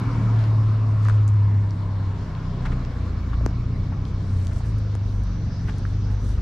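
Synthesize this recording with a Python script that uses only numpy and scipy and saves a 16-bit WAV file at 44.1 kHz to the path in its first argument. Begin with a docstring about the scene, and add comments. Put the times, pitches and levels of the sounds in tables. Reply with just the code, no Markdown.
"""Small-town pavement, a walk up to a crossing. A big engine with a booming exhaust slows, picks up
briefly and rolls on; its crank orders swell as they slide through the pipe's resonances.
Soles tap and scuff on gritty concrete, echoed by house fronts; two sharp knocks sound close by.
Behind: traffic, the singing tyres of a receding car, cicadas hissing in the trees, a faint whine."""
import sys
import numpy as np
from scipy import signal
from scipy.io import wavfile

SR = 44100
rng = np.random.default_rng(int(sys.argv[2]) if len(sys.argv) > 2 else 0)


def wav_out(sig):
    """Save sig, one row per channel (or a flat mono array), as 16-bit PCM at SR to the path in sys.argv[1]."""
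    wavfile.write(sys.argv[1], SR, np.round(np.clip(np.atleast_2d(sig).T, -1, 1) * 32767).astype(np.int16))


N = 282681
TIME_S = np.arange(N) / SR

# crankshaft speed: t/s, f/Hz
CRANK_HZ = [(0.0, 38.5), (0.4, 36.5), (1.0, 35.4), (2.0, 32.7), (2.9, 30.0), (3.45, 28.0), (3.75, 29.9),
            (4.0, 32.4), (4.25, 32.0), (4.5, 29.8), (4.75, 26.3), (5.0, 25.0), (5.25, 24.3), (5.5, 22.5),
            (5.75, 23.4), (6.0, 25.4), (6.2, 25.2), (6.4, 24.3)]
# order drive, ahead of the pipe: t/s, throbbing 2nd/dB, booming 3rd/dB, others/dB
DRIVE_DB = [(0, -18, -4, -8), (.2, 0.5, 2, 5.5), (.5, -18, 2, -6), (.85, -4, -1, -3),
            (1.35, -2, 2.5, -10.5), (1.8, -13.5, -3.5, -3), (2.1, -5, -3, -8.5), (2.5, -6.5, -10.5, 1),
            (2.72, -4, -18, 3.5), (3.05, -8, 4, -7), (3.35, 0, 0.5, -5), (3.75, -8, -0.5, 0),
            (4.05, -4, -8, -3.5), (4.35, -8.5, 4.5, -1), (4.85, -13, -2, -3.5), (5.2, -2.5, -9, -2),
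            (5.6, -5, -22, -1.5), (6.05, -4.5, -12, -2.5), (6.41, 0.5, 7.5, -5.5)]
# firing pattern, orders 1-5: gain/dB
FIRING_DB = [-6.5, 2.5, 5.7, 3, 1]
# low pipe resonances: f/Hz, half width/Hz, gain/dB
PIPE_BOOMS = [(31, 6.2, -26.5), (53.3, 7.1, -23.5), (105.4, 9.4, -23.5)]
# upper pipe response: f/Hz, gain/dB
PIPE_UPPER_DB = [(135, -43), (150, -43), (161, -33.5), (174, -40), (190, -40.5), (208, -49.5), (240, -49.5),
                 (268, -49.5), (320, -62.5), (450, -59)]

# soles landing: t/s, tap level/dB, f/Hz, t60/s, crunch level/dB
SOLE_TAPS = [(1.054, -28.5, 1260, .025, -44), (1.085, -21, 1260, 0.0065, -58),
             (1.0978, -23, 1290, 0.0062, -51), (2.653, -31.5, 1320, .03, -37),
             (2.667, -34, 900, 0.023, -49), (2.717, -35, 1210, 0.025, -42),
             (3.331, -29, 1140, 0.038, -46.5), (3.409, -31, 540, 0.014, -63), (3.921, -37, 620, .017, -49),
             (4.515, -41, 1540, 0.022, -50), (4.604, -35.5, 634, 0.022, -55),
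             (5.683, -32.5, 1410, 0.057, -40), (5.852, -27, 1400, .014, -60)]
# grit cracking: t/s, level/dB, f/Hz, width/oct
GRIT_CRACKS = [(0.391, -34, 2820, 1.5), (.44, -32, 3500, 1.2), (1.032, -45, 7800, .5),
               (1.05, -33, 4500, 1.6), (1.086, -31, 6500, 0.99), (1.097, -36, 4000, 2),
               (1.154, -49, 7500, 0.4), (1.279, -29, 7200, 0.58), (1.708, -34.5, 4920, 0.61),
               (2.351, -36.5, 2980, 1), (2.653, -35.5, 2400, 1.7), (2.662, -49, 5000, 2),
               (2.85, -33, 3300, 1.2), (4.053, -33.5, 3650, 0.77), (4.4487, -36, 6000, 1.5),
               (4.47, -27, 3850, 1.7), (4.534, -36, 7000, 1.3), (4.786, -38.5, 9700, .8),
               (4.952, -37, 6960, 0.72), (5.237, -40, 7500, 1.3), (5.784, -36, 7450, 1)]
# soles dragging: mid t/s, half length/s, level/dB, f/Hz
SOLE_SCUFFS = [(0.413, 0.08, -51, 2410), (1.081, 0.093, -55, 4000), (1.286, 0.008, -52, 6000),
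               (2.662, .011, -55, 4500), (2.72, 0.024, -62, 5000), (5.681, 0.011, -47.5, 1690),
               (4.082, 0.029, -57.5, 3930), (4.413, 0.17, -59, 6070), (4.575, 0.033, -56, 5850),
               (4.676, .043, -59, 6800), (5.132, 0.085, -66, 7550), (5.715, 0.12, -64, 5500),
               (5.894, 0.042, -63.5, 6300), (6.123, 0.022, -60.5, 7400), (6.282, 0.072, -57, 6860)]
# house-front echoes: delay/s, left/dB, right/dB
WALL_ECHOES = [(.009, -9.5, -22.5), (.023, -25.5, -19), (0.061, -16.5, -23.5)]
# knocks: t/s, gain/dB
KNOCK_HITS = [(3.4622, -14), (4.9525, -26)]
# knock modes: f/Hz, level/dB, t60/s
KNOCK_MODES = [(201, 5.5, 0.017), (370, 6.5, 0.0083), (860, 10, 0.0018), (1740, 5, 0.00083),
               (4400, -10, 0.0023), (6300, -11, 0.0023), (11500, -21, 0.0007)]

# traffic rumble, other engines, road roar, cicadas, whine, shimmer: t/s, level/dB
RUMBLE_DB = [(0, -34.5), (.7, -36), (1.6, -37), (2.2, -34), (2.7, -34.5), (3.4, -32.5), (4.7, -32.5),
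             (5.2, -30.5), (5.8, -31.5), (6.3, -29.5)]
DRONE_DB = [(0, -27), (.7, -34), (1.6, -34.5), (2.6, -35.5), (3.5, -31), (5, -39.5), (5.7, -36),
            (6.41, -37)]
ROAR_DB = [(0, -41.5), (1.6, -47.5), (2.6, -43), (4, -46), (6.41, -45)]
CICADA_DB = [(0, -59), (1.6, -81), (2.6, -73), (5.6, -57.5), (6.41, -57.5)]
WHINE_DB = [(0, -54), (.8, -76.5), (2.4, -68.5), (3.3, -61.5), (4.2, -66), (6.41, -76.5)]
SHIMMER_DB = [(0, -88.5), (2.2, -91.5), (2.8, -89), (3.3, -82), (3.7, -88), (4.8, -91), (6.41, -93)]
# noise spectra: f/Hz, relative density/dB
RUMBLE_SPECTRUM = [(15, -12), (28, 2.5), (45, 9), (70, 4), (110, -1), (160, -8.5)]
DRONE_SPECTRUM = [(95, 8.5), (160, -3), (200, -2.5), (250, -3), (320, -14.5), (430, -20.5), (520, -35.5),
                  (680, -35)]
ROAR_SPECTRUM = [(230, -8.5), (320, 3), (420, 3.5), (550, -2), (800, -4.5), (1000, -7), (1300, -5),
                 (1700, -9), (2000, -13), (2700, -18), (4500, -17.5), (6300, -26.5), (8000, -48),
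                 (10500, -52), (12800, -58)]
TREAD_SPECTRUM = [(400, -5.5), (660, 6), (830, -5), (1000, 0.5), (1250, 0), (1600, -6.5), (2200, -7.5),
                  (3200, -22), (5500, -23), (8000, -30), (12800, -49.5)]
CICADA_SPECTRUM = [(3000, -3.5), (4000, 2.5), (5000, 3), (6700, -5.5)]
# tread singing: t/s, level/dB, f/Hz
TREAD_SONG = [(0, -43, 990), (.4, -44, 1017), (.8, -46.5, 1058), (1.6, -47.5, 998), (2.6, -49.5, 1030),
              (3.2, -52, 1098), (4.5, -56.5, 1004), (6.41, -61.5, 977)]
# left-right likeness: f/Hz, correlation/1
STEREO_CORRELATION = [(30, 0.98), (100, 0.98), (250, 0.99), (500, 0.78), (1000, 0.65), (2000, 0.58),
                      (4000, 0.55), (10000, 0.17)]


def engine(wobble=0.0011, swell=0.12, half_order_db=-27, orders=13):
    """One exhaust pulse per turn, as crank orders; uneven firing roughens them and adds half orders."""
    crank_hz, = in_time(CRANK_HZ)
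    second_db, third_db, others_db = in_time(DRIVE_DB)
    crank_rad = 2 * np.pi * np.cumsum(crank_hz * (1 + wobble * drift(4.9))) / SR
    out = 0
    for k in range(1, orders + 1):
        flutter = 0.22 if k > 4 else 0.11 if k > 2 else 0.2
        drive_db = {2: second_db, 3: third_db}.get(k, others_db)
        firing_db = FIRING_DB[k - 1] if k <= len(FIRING_DB) else 0
        smear_rad = rng.uniform(0, 2 * np.pi) if k > 4 else 0  # pipe smears the upper orders
        phase_rad = k * crank_rad + smear_rad
        tone = (1 + swell * drift(3.5)) * np.cos(phase_rad)
        rough = flutter * drift(15) * np.sin(phase_rad)
        half_order = from_db(half_order_db) * drift(3.8) * np.sin(phase_rad + crank_rad / 2)
        out += from_db(drive_db + firing_db) * pipe_gain(k * crank_hz) * (tone + rough + half_order)
    return np.sqrt(2) * out * pan(0.45)


def pipe_gain(hz):
    """Exhaust pipe: low booms and upper resonances, summed in power."""
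    boom_power = sum((from_db(db) / (1 + ((hz - centre_hz) / half_width_hz) ** 2)) ** 2
                     for centre_hz, half_width_hz, db in PIPE_BOOMS)
    return np.sqrt(boom_power + from_db(at_hz(PIPE_UPPER_DB, hz)) ** 2)


def footsteps(settle_s=0.01, dust_db=-16, rubber_hz=9500):
    """Soles tap, crunch as they settle, crack grit and drag over dust; rubber dulls the treble."""
    out = np.zeros((2, N))
    lead_s = 0.25  # centre of a rub
    for t_s, db, hz, t60_s, crunch_db in SOLE_TAPS:
        add(out, t_s, from_db(db) * burst(hz, 0.66, t60_s) * pan(1.3))
        crunch = rub(half_length_s=0.01, hz=1130, octaves=1.86)
        add(out, t_s + settle_s - lead_s, from_db(crunch_db) * crunch * pan(0.8))
    for t_s, db, hz, octaves in GRIT_CRACKS:
        add(out, t_s, from_db(db) * crack(hz, octaves) * pan(5))
    for t_s, half_length_s, db, hz in SOLE_SCUFFS:
        scuff = rub(half_length_s, hz, octaves=1.28) * pan(1.5)
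        dust = rub(half_length_s, hz=10500, octaves=0.73, grain_db=6.5) * pan(3)
        add(out, t_s - lead_s, from_db(db) * (scuff + from_db(dust_db) * dust))
    return lowpass(out, rubber_hz)


def burst(hz, octaves, t60_s, size=4096):
    """Contact: decaying noise in one band, mono peak 1."""
    decay = from_db(-60 * TIME_S[:size] / t60_s)
    sound = spread(*band(rng.standard_normal((2, size)) * decay, hz, octaves), hz)
    return sound / np.abs(sound.mean(axis=0)).max()


def crack(hz, octaves, crumble_db=-12.5, size=4096):
    """A grain breaks: sharp click, short crumble."""
    click = band(signal.unit_impulse(size), hz, octaves)
    return click / np.abs(click).max() + from_db(crumble_db) * burst(hz, octaves, t60_s=0.01)


def rub(half_length_s, hz, octaves, grain_db=3.5):
    """Rubber over concrete: dense grains swell and fade, centred in 0.5 s."""
    t_s = np.arange(-SR // 4, SR // 4) / SR
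    grains = rng.standard_normal((2, len(t_s)))
    grains *= from_db(grain_db * np.minimum(rng.exponential(1, len(t_s)), 6))
    stroke = np.exp(-(t_s / half_length_s) ** 2)
    return stroke * unit_rms(spread(*band(grains, hz, octaves), hz))


def house_fronts(x):
    """Direct sound plus wall echoes."""
    out = x.copy()
    for delay_s, left_db, right_db in WALL_ECHOES:
        add(out, delay_s, x * from_db([[left_db], [right_db]]))
    return out


def knocks():
    """Hard contacts ring heavily damped modes of alternating sign."""
    out, t_s = np.zeros((2, N)), TIME_S[:4096]
    ring = sum((-1) ** k * from_db(db - 60 * t_s / t60_s) * np.sin(2 * np.pi * hz * t_s)
               for k, (hz, db, t60_s) in enumerate(KNOCK_MODES))
    for start_s, db in KNOCK_HITS:
        add(out, start_s, from_db(db) * ring * pan(7.8))
    return out


def traffic():
    """Low rumble, drone of other engines, road roar."""
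    rumble = from_db(in_time(RUMBLE_DB)) * street_noise(RUMBLE_SPECTRUM, waver_db=-1.5, waver_hz=5.3)
    drone = from_db(in_time(DRONE_DB)) * street_noise(DRONE_SPECTRUM, waver_db=0.5, waver_hz=17)
    roar = from_db(in_time(ROAR_DB)) * street_noise(ROAR_SPECTRUM, waver_db=1.82, waver_hz=9.8)
    return rumble + drone + roar * pan(0.66)


def tyres(start_db=-43, fade_db_per_s=3):
    """Receding car: tread noise; air pumped through the grooves sings near 1 kHz."""
    fade = from_db(start_db - fade_db_per_s * TIME_S)
    tread = fade * street_noise(TREAD_SPECTRUM, waver_db=3, waver_hz=2.3)
    song_db, song_hz = in_time(TREAD_SONG)
    song = from_db(song_db) * gliding_noise(song_hz, width_hz=183)
    return (tread + song) * pan(1.3)


def cicadas(top_hz=6400, sizzle_db=-7):
    """Far chorus merged into hiss; the shrillest sizzle just under its sharp upper edge."""
    hiss = street_noise(CICADA_SPECTRUM, waver_db=2.4, waver_hz=8.3)
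    sizzle = from_db(sizzle_db + 2 * drift(3)) * narrow_noise(hz=6000, octaves=0.13)
    return from_db(in_time(CICADA_DB)) * lowpass(hiss + sizzle, top_hz, order=14) * pan(-1)


def whine():
    """Faint, unsteady tone that comes and goes."""
    return from_db(in_time(WHINE_DB)) * narrow_noise(hz=2251, octaves=0.051) * pan(1.4)


def shimmer(flicker_db=3, flicker_hz=14):
    """Thin, very high band, flickering faintly."""
    flicker = from_db(flicker_db * drift(flicker_hz))
    return from_db(in_time(SHIMMER_DB)) * unit_rms(flicker * narrow_noise(hz=12100, octaves=0.06))


def street_noise(spectrum, waver_db, waver_hz):
    """Stereo noise in independently wavering third octaves, rms 1."""
    out, white = 0, rng.standard_normal((2, 2, N))
    centres_hz = 1000 * 2 ** (np.arange(-17, 12) / 3)
    for k, hz in enumerate(centres_hz):
        offset_db = waver_db * drift(waver_hz)
        if spectrum[0][0] <= hz <= spectrum[-1][0]:
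            mid, side = band(white[k % 2], hz, octaves=1 / 3)
            out += from_db(at_hz(spectrum, hz) + offset_db) * spread(mid, side, hz)
    return unit_rms(out)


def narrow_noise(hz, octaves):
    """Stereo noise in one resonance, rms 1."""
    return unit_rms(spread(*band(rng.standard_normal((2, N)), hz, octaves), hz))


def gliding_noise(hz, width_hz):
    """Stereo noise in a moving resonance, rms 1."""
    slow = lowpass(rng.standard_normal((2, 2, N)), width_hz / 2)
    phase_rad = 2 * np.pi * np.cumsum(hz) / SR
    mid, side = slow[0] * np.cos(phase_rad) + slow[1] * np.sin(phase_rad)
    return unit_rms(spread(mid, side, hz.mean()))


def drift(corner_hz, hop=40, warmup=2000):
    """Slow random curve, rms 1."""
    pole = np.exp(-2 * np.pi * corner_hz * hop / SR)
    white = rng.standard_normal(N // hop + warmup + 2)
    slow = signal.lfilter([1], [1, -2 * pole, pole * pole], white)[warmup:]
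    return np.interp(np.arange(N) / hop, np.arange(len(slow)), unit_rms(slow))


def spread(mid, side, hz):
    """Mid and side to stereo, more alike in the bass."""
    alike = at_hz(STEREO_CORRELATION, hz)
    return np.sqrt((1 + alike) / 2) * mid + np.sqrt((1 - alike) / 2) * side * [[1], [-1]]


def pan(left_minus_right_db):
    return from_db([[left_minus_right_db / 2], [-left_minus_right_db / 2]])


def band(x, hz, octaves, order=2):
    ratio = 2 ** (octaves / 2)
    edges_hz = np.clip([hz / ratio, hz * ratio], [10, 11], [0.44 * SR, 0.45 * SR])
    return signal.sosfilt(signal.butter(order, edges_hz, "band", fs=SR, output="sos"), x)


def lowpass(x, hz, order=2):
    return signal.sosfilt(signal.butter(order, hz, fs=SR, output="sos"), x)


def in_time(rows):
    """Each value column at every sample."""
    t_s, *columns = np.transpose(rows)
    return [np.interp(TIME_S, t_s, column) for column in columns]


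def at_hz(rows, hz):
    """Table lookup on a log-frequency axis."""
    points_hz, values = np.transpose(rows)
    return np.interp(np.log(hz), np.log(points_hz), values)


def add(out, t_s, sound):
    start = max(round(t_s * SR), 0)
    out[:, start:start + sound.shape[-1]] += sound[..., :N - start]


def from_db(db):
    return 10 ** (np.asarray(db) / 20)


def unit_rms(x):
    return x / np.sqrt(np.mean(x ** 2) + 1e-20)


def scene():
    """Engine, traffic and insects in the street; steps and knocks close by."""
    street = engine() + traffic() + tyres() + whine() + cicadas() + shimmer()
    return street + house_fronts(footsteps()) + knocks()


def record(dry, port_hz=12000, port_db=-2, rolloff_hz=17000, cutoff_hz=13800):
    """Microphone: slight port ring, gentle roll-off, steep top cut."""
    port = from_db(port_db) * band(dry, port_hz, octaves=0.08, order=1)
    soft = lowpass(dry + port, rolloff_hz, order=4)
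    return lowpass(soft, cutoff_hz, order=16)


dry = scene()
out = record(dry)
wav_out(out)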